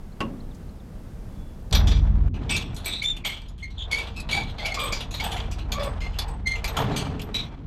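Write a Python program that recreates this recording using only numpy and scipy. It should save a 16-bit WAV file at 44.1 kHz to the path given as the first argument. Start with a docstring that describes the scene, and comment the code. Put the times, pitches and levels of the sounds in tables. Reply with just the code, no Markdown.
"""A trailer jack being cranked. First a quiet driveway: distant traffic, birds, one knock under the trailer.
At 1.71 s the scene cuts with a click to the steel deck, which an idling engine shakes with a low hum. As the
crank turns, slack parts clack, the screw grinds and makes the frame groan, dry bearings squeak and the loose
handle pings. Near the end a heavy clunk leaves the deck plate shuddering."""
import sys
import numpy as np
from scipy import signal
from scipy.fft import rfft, irfft
from scipy.io import wavfile
from scipy.ndimage import uniform_filter1d

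SR = 44100
rng = np.random.default_rng(int(sys.argv[2]) if len(sys.argv) > 2 else 0)


def generate_wav(sig):
    """Save sig (samples, or channels by samples) to the path in sys.argv[1] as 16-bit PCM at SR."""
    pcm = np.round(np.clip(np.atleast_2d(sig).T, -1, 1) * 32767).astype(np.int16)
    wavfile.write(sys.argv[1], SR, pcm)


N = 337806
T = np.arange(N) / SR
UNFOLD_S = 2.3  # the handle lies folded until then

# tone colour of struck or scraped steel: f/Hz, level/dB
STEEL_SPECTRUM = [(300, 1.5), (900, 2.5), (1600, -1), (2400, 0), (3900, 1.5), (5000, -6), (7000, -7),
                  (10000, -20), (13000, -14.5), (16000, -50)]


def undb(db):
    return 10 ** (np.asarray(db) / 20)


def unit(x):
    return x / np.sqrt(np.mean(x ** 2))


def coloured(points):
    """Noise of unit level, shaped by points of f/Hz, level/dB."""
    hz, db = np.transpose(points)
    log_f = np.log(np.maximum(np.arange(N // 2 + 1) * SR / N, 1))
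    gain = undb(np.interp(log_f, np.log(hz), db, left=-80, right=-80))
    return unit(irfft(gain * rfft(rng.standard_normal(N)), N))


def walk(rate):
    """Smooth random drift, `rate` steps a second, with a spread near 1."""
    k = max(int(SR / rate), 1)
    steps = np.repeat(rng.standard_normal(N // k + 1), k)
    return 1.27 * uniform_filter1d(uniform_filter1d(steps, k), k)[:N]


def ring(x, hz, t60):
    """One decaying mode, peak 1 for a unit blow."""
    pole = np.exp(2j * np.pi * hz / SR - np.log(1000) / (t60 * SR))
    return signal.lfilter([1], [1, -pole], x).imag


def band(x, hz, width):
    return signal.lfilter(*signal.iirpeak(hz, hz / width, fs=SR), x)


def sine(hz):
    return np.sin(2 * np.pi * np.cumsum(hz) / SR)


def add(out, s, x):
    i = int(s * SR)
    out[i:i + len(x)] += x[:N - i]


def fade(t60, length=.6):
    return undb(-60 * np.arange(int(length * SR)) / SR / t60)


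def burst(noise, db, t60):
    """A hit cut from noise: starts at `db` and dies away."""
    envelope = undb(db) * fade(t60)
    return envelope * unit(noise)[:len(envelope)]


def traffic():
    """A gently drifting bed of distant traffic and hiss."""
    # outdoor air: f/Hz, level/dB
    spectrum = [(20, 9.5), (44, 1.5), (68, 0.5), (216, -6.5), (301, -16), (485, -19), (2600, -39.5),
                (13900, -49), (16000, -56.5)]
    return undb(-37 + .7 * walk(7)) * coloured(spectrum)


def birds():
    """Faint, fluttering sine glides: short chirps and one long whistle."""
    # notes by shape: onsets/s, length/s, start f/Hz, end f/Hz, level/dB
    notes = [((.12, .4, .688), .015, 3600, 4780, -56), ((.505, .793), .023, 4170, 3030, -57), ((1.2,),
             .5, 3440, 3400, -67)]
    out = np.zeros(N)
    for starts, length, start_hz, end_hz, db in notes:
        n = int(length * SR)
        note = np.hanning(n) * sine(np.linspace(start_hz, end_hz, n))
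        for s in starts:
            add(out, s, undb(db + 2 * walk(62)[:n]) * note)
    return out


def knock_and_tick():
    """A blow rings the metal under the trailer and the body booms just after; a small tick follows."""
    # modes of the struck metal: f/Hz, drive/dB, t60/s
    modes = [(228, -25.5, 0.0028), (553, -60, 0.2), (964, -61.5, 0.29), (1106, -45.5, 0.056),
             (2754, -45.5, 0.021)]
    knock_s, tick_s = .2045, .547
    blow = np.zeros(N)
    add(blow, knock_s, fade(t60=0.14, length=0.097))
    out = sum(undb(db) * ring(blow * rng.standard_normal(N), hz, t60) for hz, db, t60 in modes)
    boom = band(band(rng.standard_normal(N), 218, 76), 270, 630)
    add(out, knock_s + 0.026, burst(boom, db=-29.5, t60=0.72))
    noise = rng.standard_normal(N)
    smack = band(band(noise, 930, 1200), 1200, 4000)
    add(out, knock_s, burst(smack, db=-27.5, t60=0.09))
    add(out, tick_s, burst(band(noise, 6300, 2500), db=-55.5, t60=0.094))
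    return out


def clacks():
    """Chattering bursts of steel noise, mostly slack parts clacking; the treble dies first."""
    # bursts: t/s, level/dB, nominal decay/s, treble boost/dB
    # 1.71 s is a short click as the scene cuts to the deck; 6.47 s is a bright rasp on top of a squeak
    bursts = [(1.71, -31, 0.022, 10), (1.7255, -17, 0.14, 4.5), (1.748, -16, 0.21, -1.5),
              (1.8704, -27.5, 0.45, -1), (1.915, -23.5, 0.21, -12), (2.34, -40.5, 0.26, -12),
              (2.4936, -23, 0.91, -2), (2.564, -25.5, 0.21, 12), (2.7443, -93.5, 0.24, 63),
              (2.7633, -40.5, 0.29, 15), (2.845, -37, 0.49, 8), (2.8592, -25, 0.49, -24),
              (3.0257, -35, 0.45, 10), (3.165, -37.5, 0.22, 5.5), (3.248, -22, 0.45, 1),
              (3.417, -46, 0.096, 5), (3.4836, -56, 0.23, 16.5), (3.5786, -49, 0.9, 3),
              (3.703, -48, 0.27, 0), (3.913, -28.5, 0.75, 4.5), (3.9825, -28, 0.31, 1),
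              (4.0695, -32.5, 0.13, -27), (4.1625, -42, 0.48, 7), (4.2008, -39, 0.13, 14.5),
              (4.289, -27.5, 0.54, -9), (4.31, -26.5, 0.68, 5), (4.582, -30.5, 0.73, -15),
              (4.6571, -26, 0.23, 4.5), (4.742, -26, 0.19, 6), (4.791, -25.5, 0.72, -7),
              (4.9229, -23.5, 0.3, 2.5), (5.0058, -28, 0.19, -2), (5.109, -41.5, 0.56, 13),
              (5.1404, -25.5, 0.24, -3), (5.198, -27, 0.37, -6), (5.238, -31.5, 0.85, 4.5),
              (5.316, -29.5, 0.45, 7), (5.3644, -31, 0.27, -2), (5.4, -27.5, 0.079, -15),
              (5.512, -39.5, 0.31, 10), (5.5843, -35.5, 0.23, -7), (5.7187, -25.5, 0.24, 9),
              (5.7948, -30.5, 0.3, -17), (5.831, -32.5, 0.2, 9.5), (6.004, -37.5, 0.75, -6),
              (6.1336, -41.5, 0.65, -16), (6.1867, -24, 0.18, 9), (6.2792, -43.5, 0.23, 6),
              (6.4722, -37.5, 0.38, 8), (6.555, -34, 0.23, -2), (6.642, -24.5, 0.21, 8),
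              (6.6752, -29, 0.22, 3), (6.767, -25, 0.32, 8.5), (6.915, -37, 0.71, -16),
              (6.9617, -26, 0.42, 5.5), (7.141, -61.5, 0.085, -10), (7.194, -34, 0.17, 3),
              (7.216, -37, 0.11, 12), (7.3428, -28, 0.41, 5)]
    # resonances of the jack: f/Hz, width/Hz, level/dB
    jack_modes = [(2350, 16, 2.5), (2585, 20, -5.5), (3415, 26, 2), (4150, 61, -8), (4260, 130, -20.5),
                  (4950, 49, -5), (5840, 37, -3.5), (6730, 51, -1.5), (10040, 64, 7.5)]
    out, size = np.zeros(N), 16384
    f, t = np.arange(size // 2 + 1) * SR / size, np.arange(size) / SR
    steel_hz, steel_db = np.transpose(STEEL_SPECTRUM)
    steel = undb(np.interp(np.log(f + 1), np.log(steel_hz), steel_db, left=-40))
    treble = 1 / (1 + (5500 / (f + 1)) ** 4)
    attack = 1 - np.exp(-t / 0.001)
    chatter = undb(1.5 * walk(200) + 2.56 * walk(60))
    for s, db, decay, treble_db in bursts:
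        decay = np.clip(decay, .01, .6)
        mix_db = rng.uniform(-12, 4, len(jack_modes))
        detune = rng.uniform(.988, 1.012, len(jack_modes))  # the modes move with grip and height
        if s < UNFOLD_S:  # with the handle folded, one mode rings out
            mix_db[6], detune[6] = 12, 1
        modes = sum(undb(mode_db + mix) / (1 + ((f - hz * shift) / width) ** 4)
                    for (hz, width, mode_db), mix, shift in zip(jack_modes, mix_db, detune))
        # each burst favours its own broad bands
        spot_hz = np.r_[rng.uniform(2200, 5200, 2), rng.uniform(5500, 12000, 2)]
        spots = sum(1 / (1 + ((f - hz) / 300) ** 4) for hz in spot_hz)
        colour = steel * (0.32 + modes + 0.68 * spots)
        ringing = modes * steel / colour  # the share that sits in a mode and outlasts the noise
        spectrum = rfft(rng.standard_normal(size)) * colour / np.sqrt(np.mean(colour[:size // 4] ** 2))
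        body = sum(irfft(spectrum * (1 - treble) * part) * undb(-60 * (t / (stretch * decay)) ** 1.066)
                   for part, stretch in ((ringing, 1.05), (1 - ringing, 0.9)))
        top = irfft(spectrum * treble) * undb(treble_db - 60 * t / (0.5 * decay))
        rattle = np.resize(chatter[int(s * SR):], size) ** np.minimum(t / 0.066, 1)
        add(out, s, undb(db) * attack * (body + top) * rattle)
    return out


def engine_and_rumble():
    """The idling engine's wavering hum over a flickering rumble and the deck's own lowest sway."""
    # shaking of the deck: t/s, engine level/dB, rumble level/dB
    shake = [(1.712, -15.5, -29), (2.28, -17.5, -36.5), (2.29, -32, -35.5), (2.45, -30, -30),
             (2.65, -36, -34.5), (3.2, -45.5, -43), (3.8, -34, -48), (4.3, -37.5, -37), (5.0, -37, -43),
             (5.45, -29.5, -36.5), (6.0, -30, -40), (6.72, -31, -41.5), (6.8, -36, -31), (7.05, -36, -35),
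             (7.66, -41.5, -40.5)]
    # engine partials: f/Hz, relative level/dB
    partials = [(43, -3.5), (60, -5), (86, -8.5), (140, -17), (205, -21.5)]
    # deck rumble: f/Hz, level/dB
    rumble_spectrum = [(50, -40), (80, 5.5), (140, -2), (250, -6), (400, -16.5), (800, -46.5)]
    times, *levels = np.transpose(shake)
    engine_db, rumble_db = (np.interp(T, times, db) for db in levels)
    hum = sum(undb(db + hz / 60 * walk(22.01)) * sine(hz * (1 + 0.0195 * walk(8))) for hz, db in partials)
    sway = undb(-37 + 3.8 * walk(3.53)) * unit(band(band(rng.standard_normal(N), 31.3, 34), 30.8, 10))
    rumble = undb(rumble_db + 2 * walk(12)) * coloured(rumble_spectrum)
    return undb(engine_db) * unit(hum) + rumble + sway


def crank_load_db():
    """Load on the screw: each push swells fast and ebbs slowly over a resting level."""
    # pushes on the crank: peak t/s, level/dB
    pushes = [(1.75, -37), (2.049, -45.5), (2.451, -40.5), (3.0, -56), (4.001, -40.5), (4.4, -42.5),
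              (4.85, -39.5), (5.3, -38), (5.85, -38), (6.3, -47), (6.81, -28.5)]
    swell_db_per_s, ebb_db_per_s, rest_db = 68, 30, -57
    power = undb(rest_db) ** 2
    for s, db in pushes:
        drop_db = np.where(T < s, swell_db_per_s * (s - T), ebb_db_per_s * (T - s))
        power += undb(db - drop_db) ** 2
    dip_db = -19 * ((T > 2.285) & (T < 2.341))  # the grinding dips briefly
    return 10 * np.log10(power) + dip_db


def screw():
    """Uneven slips of the screw make the frame groan; the thread hisses in gritty grains."""
    # resonances of the frame: f/Hz, width/Hz, level/dB
    frame_modes = [(462.6, 13.7, -12), (698, 660, -2)]
    slips = rng.standard_normal(N) * undb(2.1 * walk(200) + 2 * walk(25))
    groan = sum(undb(db) * unit(band(band(slips, hz, width), hz, 2 * width))
                for hz, width, db in frame_modes)
    grains = undb(-19 + 3.9 * walk(160) + walk(36))
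    hiss = band(coloured(STEEL_SPECTRUM), 2100, 2500) + 1.2 * band(coloured(STEEL_SPECTRUM), 3200, 700)
    return undb(crank_load_db()) * (groan + grains * hiss)


def squeaks():
    """Dry bearings stick and slip at a pitch; unsteady slips smear it over a band and make it rasp."""
    # rubs, from squeaks down to groans: t/s, length/s, f/Hz, level/dB, width/Hz
    rubs = [(1.747, 0.032, 3750, -34, 450), (2.489, 0.084, 2310, -30.5, 100),
            (2.512, 0.052, 2600, -29, 200), (2.858, 0.1, 3660, -31.5, 513), (2.93, 0.082, 3856, -36.5, 398),
            (3.019, 0.021, 2275, -29, 197), (3.037, 0.071, 3537, -23, 67.5),
            (3.238, 0.071, 2198, -31.5, 207), (3.622, 0.04, 2163, -35.5, 90.8),
            (3.772, 0.066, 3400, -37, 510), (3.907, 0.075, 2270, -24.5, 84), (4.151, 0.061, 2570, -41, 147),
            (4.299, 0.12, 2294, -29.5, 106), (4.343, 0.083, 820, -35, 144), (4.58, 0.086, 2160, -39.5, 152),
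            (4.593, 0.16, 700, -37.5, 208), (4.645, 0.036, 2243, -28, 201),
            (4.707, 0.054, 2200, -33.5, 100), (4.755, .15, 1136, -35, 157), (4.77, .16, 546.5, -41, 150),
            (4.777, 0.075, 2400, -35.5, 81), (4.915, 0.032, 2264, -33.5, 200),
            (5.193, 0.027, 2240, -36, 150), (5.199, 0.16, 813, -37, 207), (5.731, 0.14, 1144, -38.5, 80.5),
            (5.767, 0.11, 591, -32.5, 74.6), (6.009, 0.052, 2126, -38, 39.6),
            (6.186, 0.15, 908, -42.5, 322), (6.182, 0.023, 3820, -39, 400), (6.452, 0.086, 2104, -28, 40),
            (6.764, 0.027, 1117, -25.5, 504), (7.338, 0.054, 3910, -25.5, 257)]
    # harmonics of a rub, fundamental first: level/dB
    harmonics = [6, -1, -5.5, -11, -17]
    out, wobble = np.zeros(N), walk(35)
    rasp = undb(3.2 * walk(140) + 1.97 * walk(600))
    for s, length, hz, db, width in rubs:
        t = np.arange(int((length + .1) * SR)) / SR
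        release = np.maximum(t - length, 0)
        envelope = np.minimum(t / (0.28 * length), 1) * undb(-6 * t / length - 240 * release)
        bend = 1 + .008 * wobble[int(s * SR):][:len(t)] - .1 * release  # wavers with the grip, then sags
        slips = rng.standard_normal(16384) + 1j * rng.standard_normal(16384)
        smear = signal.lfilter(*signal.butter(3, width / SR), slips)[-len(t):]
        smear = smear / np.std(smear) + 22 / width  # narrow squeaks keep a steady core
        phase = 2 * np.pi * hz * np.cumsum(bend) / SR + np.angle(smear)
        wander = 0.64 * 0.097 * np.cumsum(rng.standard_normal(len(t)))  # the overtones drift in phase
        rolloff_db = width / 90 + 8.7 * (hz / 3500) ** 4  # broad and high rasps lose their overtones
        tone = sum(undb(level - k * rolloff_db) * envelope ** (k / 2) * np.sin((k + 1) * phase + k * wander)
                   for k, level in enumerate(harmonics))
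        add(out, s, undb(db) * envelope * unit(np.abs(smear)) ** 0.39 * tone)
    return out * rasp


def handle_pings(clatter):
    """The loose handle rings at two high modes: strongly after a jog and, unfolded, faintly with clacks."""
    # jogs of the handle: t/s, lower mode drive/dB, upper mode drive/dB
    jogs = [(1.7504, -89, -51), (2.5046, -52, -74), (2.856, -51, -52), (3.2594, -75, -55),
            (4.796, -59, -63), (4.837, -60.5, -60), (5.144, -87, -64), (5.24, -61, -57.5),
            (5.84, -65.5, -69), (6.282, -71.5, -90), (6.679, -72, -58.5), (6.795, -87, -61),
            (6.965, -59.5, -64), (7.217, -83, -63)]
    mode_hz, ring_t60_s = (8090, 12180), (0.06, 0.035)
    rattle_t60_s, clack_feed_db = (0.24, 0.13), (-46, -48)
    rattles = np.zeros((2, N))
    for s, *drives_db in jogs:
        for rattle, db, t60 in zip(rattles, drives_db, rattle_t60_s):
            add(rattle, s, undb(db) * fade(t60, length=.4))
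    out, jolts = np.zeros(N), np.abs(clatter) * (T > UNFOLD_S)
    for hz, t60, db, rattle in zip(mode_hz, ring_t60_s, clack_feed_db, rattles):
        drive = (rattle + undb(db) * jolts) * undb(0.9 * walk(43))
        out += ring(drive * rng.standard_normal(N), hz, t60)
    return out


def deck_shudder():
    """After the heavy clunk, uneven shaking swells and ebbs in the low modes of the deck plate."""
    # plate modes: f/Hz, level/dB
    modes = [(136, 1), (207, -5.5), (275, -5), (418, -8.5)]
    start_s, peak_s, ebb_db_per_s = 6.768, 6.88, 28.5
    swell_db = np.interp(T, [start_s, peak_s], [-36, -30]) - ebb_db_per_s * np.maximum(T - peak_s, 0)
    plate = sum(undb(db) * unit(band(band(rng.standard_normal(N), hz, 23), hz, 103)) for hz, db in modes)
    return undb(swell_db) * (T > start_s) * plate


def scene():
    """The driveway, then a quick cut to the deck as the cranking starts; mono."""
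    cut_s, crossfade_s = 1.71, 0.0085
    on_deck = np.clip((T - cut_s) / crossfade_s, 0, 1)
    clatter = clacks()
    deck = engine_and_rumble() + screw() + deck_shudder()
    jack = clatter + handle_pings(clatter) + squeaks()
    driveway = traffic() + birds() + knock_and_tick()
    return ((1 - on_deck) * driveway + on_deck * deck + jack)[None]


def record(dry):
    """A steep low-pass takes off the very top."""
    cutoff_hz = 15900
    return signal.sosfilt(signal.ellip(8, .2, 70, cutoff_hz, fs=SR, output="sos"), dry)


dry = scene()
out = record(dry)
generate_wav(out)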